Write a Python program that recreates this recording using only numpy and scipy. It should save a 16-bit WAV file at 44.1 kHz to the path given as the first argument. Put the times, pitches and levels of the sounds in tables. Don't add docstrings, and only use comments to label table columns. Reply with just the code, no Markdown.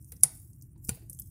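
import sys
import numpy as np
from scipy import signal
from scipy.fft import rfft, irfft
from scipy.io import wavfile

SR = 44100
rng = np.random.default_rng(int(sys.argv[2]) if len(sys.argv) > 2 else 0)


def bounce(signal):
    frames = np.transpose(np.atleast_2d(signal))
    limited = np.clip(frames, -1, 1)
    pcm = np.round(limited * 32767).astype(np.int16)
    wavfile.write(sys.argv[1], SR, pcm)


def decibels_to_gain(level_db):
    exponent = np.asarray(level_db, float) / 20
    return 10 ** exponent


N = 57330
BURST_SIZE = 4000


def rms_one(x):
    return x / np.sqrt(np.mean(x ** 2) + 1e-20)


def fade(t60, size):
    return decibels_to_gain(-60 * np.arange(size) / SR / t60)


def drift(rate_hz):
    r = np.exp(-2 * np.pi * rate_hz / SR)
    settle = 9000
    wander = signal.lfilter([1], [1, -2 * r, r * r], rng.standard_normal(N + settle))
    return rms_one(wander[settle:])


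def colour(x, points):
    size = 4096
    half = size // 2
    hz, db = np.transpose(points)
    bin_hz = np.arange(half + 1) * SR / size
    gain_db = np.interp(np.log(bin_hz + 1), np.log(hz), db, left=db[0] - 42.5, right=-70)
    cepstrum = irfft(gain_db * np.log(10) / 20)
    cepstrum[1:half] *= 2
    cepstrum[half + 1:] = 0
    response = irfft(np.exp(rfft(cepstrum)))
    return signal.fftconvolve(x, response)[:len(x)]


def tint(plain, raw, hz, q, db):
    b, a = signal.iirpeak(min(hz, 16000), q, fs=SR)
    ring = signal.lfilter(b, a, signal.lfilter(b, a, raw))
    both = plain / np.abs(plain).max() + decibels_to_gain(db) * ring / np.abs(ring).max()
    return both / np.abs(both).max()


def snaps():
    # start_s [s], peak_db [dB], pitch_hz [Hz], tint_db [dB]
    snap_events = [(0.0246, -48.5, 10300, 11), (0.075, -60, 10200, 6), (0.087, -59, 10900, 18.5),
                   (0.1643, -48, 5860, -7), (0.168, -47.5, 11000, 4.5), (0.2081, -44.5, 9000, -17.5),
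                   (.2270, -44, 9500, 8), (.2300, -33, 9500, 8), (.2337, -6.5, 9500, 0),
                   (.8916, -18, 10000, -2), (.872, -44, 8000, 0), (.0453, -43, 9800, 6),
                   (.1198, -33, 11300, 0), (0.282, -48, 6500, 10), (0.352, -44, 10800, -5),
                   (0.5042, -69, 14600, 6), (0.5316, -50, 9500, -13), (0.612, -53, 6630, 14),
                   (0.6224, -40.5, 12140, -3), (.780, -64, 9040, 5), (0.8236, -61, 12980, 3),
                   (0.8485, -32.5, 11310, 5), (0.8865, -31, 12200, -19), (1.0972, -27, 10650, 36.5),
                   (1.124, -54, 6500, 28), (1.1304, -34.5, 11600, 12.5), (1.147, -44.5, 8500, 38),
                   (1.189, -35, 9160, 13), (1.1966, -25.5, 12680, 22.5), (1.218, -38.5, 8920, -19),
                   (1.273, -58, 8250, -15)]
    # pitch_hz [Hz], level_db [dB per Hz]
    snap_colour = [(2060, -58), (3500, -52), (4660, -21.5), (5000, -22), (7620, -20), (10300, -12.5),
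                   (13500, -31.5), (15600, -32), (16500, -45.5)]
    hold_s, t60_s = 0.0012, 0.026
    crack_db, crack_s = 6.0, 0.00018
    spit_db, spit_step = 1.5, 25
    tint_q, extra_tint_db = 3.0, 5.7

    out = np.zeros(N + BURST_SIZE)
    t = np.arange(BURST_SIZE) / SR
    dying_db = -60 * np.maximum(t - hold_s, 0) / t60_s
    shape = decibels_to_gain(dying_db + crack_db * np.exp(-t / crack_s))
    for start_s, peak_db, pitch_hz, tint_db in snap_events:
        gas = rng.standard_normal(BURST_SIZE)
        spit = np.repeat(rng.standard_normal(BURST_SIZE // spit_step), spit_step)
        burst = gas * shape * decibels_to_gain(spit_db * spit)
        snap = tint(colour(burst, snap_colour), burst, pitch_hz, tint_q, tint_db + extra_tint_db)
        out[int(start_s * SR):][:BURST_SIZE] += decibels_to_gain(peak_db) * snap
    only_bright = signal.butter(6, 4700, "high", fs=SR, output="sos")
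    return signal.sosfilt(only_bright, out[:N])


def splits():
    # start_s [s], peak_db [dB]
    split_events = [
        (.2338, -1.5),
        (.8916, -16),
    ]
    # pitch_hz [Hz], level_db [dB], t60_s [s]
    split_pitches = [
        [(5110, -25, .02), (5970, -19, .02), (7150, -14, .015), (8070, -12, .018), (8760, -11, .02),
         (9300, -3, .024), (10220, 0, .02), (10880, -4, .018), (11600, -10, .016), (12650, -15, .015)],
        [(1450, -15, .04), (2440, -18, .04), (4700, -15, .02), (6050, -12, .025), (7380, -7, .025),
         (8600, -9, .03), (9510, 0, .025), (10220, -8, .02), (10650, -9, .018), (14700, -14, .015)],
    ]
    tear_s = 0.0014

    out = np.zeros(N + BURST_SIZE)
    tear_shape = np.exp(-np.arange(BURST_SIZE) / SR / tear_s)
    for (start_s, peak_db), pitches in zip(split_events, split_pitches):
        ringing = np.zeros(BURST_SIZE)
        for pitch_hz, level_db, t60_s in pitches:
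            tear = rng.standard_normal(BURST_SIZE) * tear_shape
            r = decibels_to_gain(-60 / t60_s / SR)
            swing = [1, -2 * r * np.cos(2 * np.pi * pitch_hz / SR), r * r]
            ring = signal.lfilter([1, -2, 1], swing, tear + 1e-18)
            ringing += decibels_to_gain(level_db) * ring / np.abs(ring).max()
        out[int(start_s * SR):][:BURST_SIZE] += decibels_to_gain(peak_db) * ringing / np.abs(ringing).max()
    return out[:N]


def knocks():
    # start_s [s], level_db [dB], pitch_hz [Hz], ring_db [dB]
    knock_events = [(0.075, -93, 930, 1), (0.121, -60.5, 507, -11), (.234, -39, 729.5, -22),
                    (.5, -96, 810, 3), (.755, -67.5, 324.6, 17.5), (.759, -76.5, 896, 2),
                    (0.8915, -43.5, 495, -15), (.8925, -48, 2286, -15), (.97, -63, 652, -4.5),
                    (1.02, -63, 334, 7), (1.105, -76, 521, 4.5), (1.188, -70, 3300, 4)]
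    # pitch_hz [Hz], level_db [dB per Hz]
    knock_colour = [(250, -13.5), (600, -4.5), (1100, -13.5), (1500, -11), (2400, -12), (3300, -19.5),
                    (4600, -11), (6500, -23.5)]
    t60_s, extra_db, ring_q = 0.047, 10, 6.0

    out = np.zeros(N + BURST_SIZE)
    for start_s, level_db, pitch_hz, ring_db in knock_events:
        burst = rng.standard_normal(BURST_SIZE) * fade(t60_s, BURST_SIZE)
        knock = tint(colour(burst, knock_colour), burst, pitch_hz, ring_q, ring_db)
        out[int(start_s * SR):][:BURST_SIZE] += decibels_to_gain(level_db + extra_db) * knock
    return out[:N]


def thumps():
    # start_s [s], peak_db [dB], pitch_hz [Hz], t60_s [s]
    thump_events = [
        (0.241, -36.5, 144.8, 0.18),
        (0.784, -46, 107, 0.05),
        (0.886, -30.5, 87.6, .12),
        (0.889, -15.5, 190, 0.023),
        (0.914, -29.5, 118.8, 0.12),
    ]
    rise_s = 0.003
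    out = np.zeros(N)
    for start_s, peak_db, pitch_hz, t60_s in thump_events:
        t = np.maximum(np.arange(N) / SR - start_s, 0)
        swell = 1 - np.exp(-t / rise_s)
        out += decibels_to_gain(peak_db - 60 * t / t60_s) * swell * np.sin(2 * np.pi * pitch_hz * t)
    return out


def sizzle():
    # time_s [s], level_db [dB]
    sizzle_levels = [(0, -66), (.11, -68), (.22, -71), (.33, -66), (.36, -60), (.47, -66), (.52, -72),
                     (.66, -75), (.75, -81), (.81, -76), (.846, -56), (.888, -54), (.95, -61), (1.08, -72),
                     (1.14, -60), (1.18, -65), (1.23, -65), (1.3, -67)]
    # pitch_hz [Hz], level_db [dB per Hz]
    hiss_colour = [(3000, -55), (4600, -32), (5500, -16), (7500, -9), (9500, -1), (11500, -3), (15500, -2),
                   (16500, -30)]
    ticks_per_s, tick_db, tick_t60_s = 90, -4.0, 0.03
    flicker_db, flicker_hz = 4.5, 10

    tick_size = decibels_to_gain(3.5 * np.minimum(rng.exponential(1, N), 3))
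    tick_starts = (rng.random(N) < ticks_per_s / SR) * tick_size
    ticks = signal.lfilter([1], [1, -decibels_to_gain(-60 / tick_t60_s / SR)], tick_starts)

    hiss = np.zeros(N)
    band_edges = np.geomspace(3000, 17000, 30)
    for low_high in zip(band_edges, band_edges[1:]):
        band_filter = signal.butter(2, low_high, "band", fs=SR, output="sos")
        band = signal.sosfilt(band_filter, rng.standard_normal(N))
        hiss += decibels_to_gain(flicker_db * drift(flicker_hz)) * band

    time_s, level_db = np.transpose(sizzle_levels)
    loudness = decibels_to_gain(np.interp(np.arange(N) / SR, time_s, level_db))
    return loudness * rms_one(colour(hiss, hiss_colour)) * (1 + decibels_to_gain(tick_db) * ticks)


def draught():
    # pitch_hz [Hz], level_db [dB per Hz]
    roar_colour = [(12, -52), (20, -28.5), (48, -4), (119, 0.5), (242, -19), (318, -19), (436, -39.5),
                   (516, -44.5), (3000, -60), (3900, -82), (6600, -120)]
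    level_db, flutter_db, flutter_hz = -51, 1.0, 12
    settle = 5000
    roar = colour(rng.standard_normal(N + settle), roar_colour)[settle:]
    return decibels_to_gain(level_db + flutter_db * drift(flutter_hz)) * rms_one(roar)


def tail(x, level_db, t60):
    ring = rng.standard_normal(N) * fade(t60, N)
    ring = ring / np.sqrt(np.sum(ring ** 2))
    return decibels_to_gain(level_db) * signal.fftconvolve(x, ring)[:N]


def firebox(bright):
    b, a = signal.iirpeak(9600, 2.5, fs=SR)
    return signal.lfilter(b, a, tail(bright, level_db=-8.5, t60=0.13))


def room(bright, knock):
    return tail(bright, level_db=-21, t60=0.5) + tail(knock, level_db=-7, t60=0.36)


def scene():
    bright, knock = snaps(), knocks()
    bursts = bright + splits() + knock + thumps()
    ringing = firebox(bright) + room(bright, knock)
    return (bursts + ringing + sizzle() + draught())[None]


def band_limit(x):
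    return signal.sosfilt(signal.butter(12, 16810, fs=SR, output="sos"), x)


def record(dry):
    top_cut = signal.cheby2(12, 60, 16700, fs=SR, output="sos")
    mix = signal.sosfilt(top_cut, dry)
    return band_limit(mix)


dry = scene()
out = record(dry)
bounce(out)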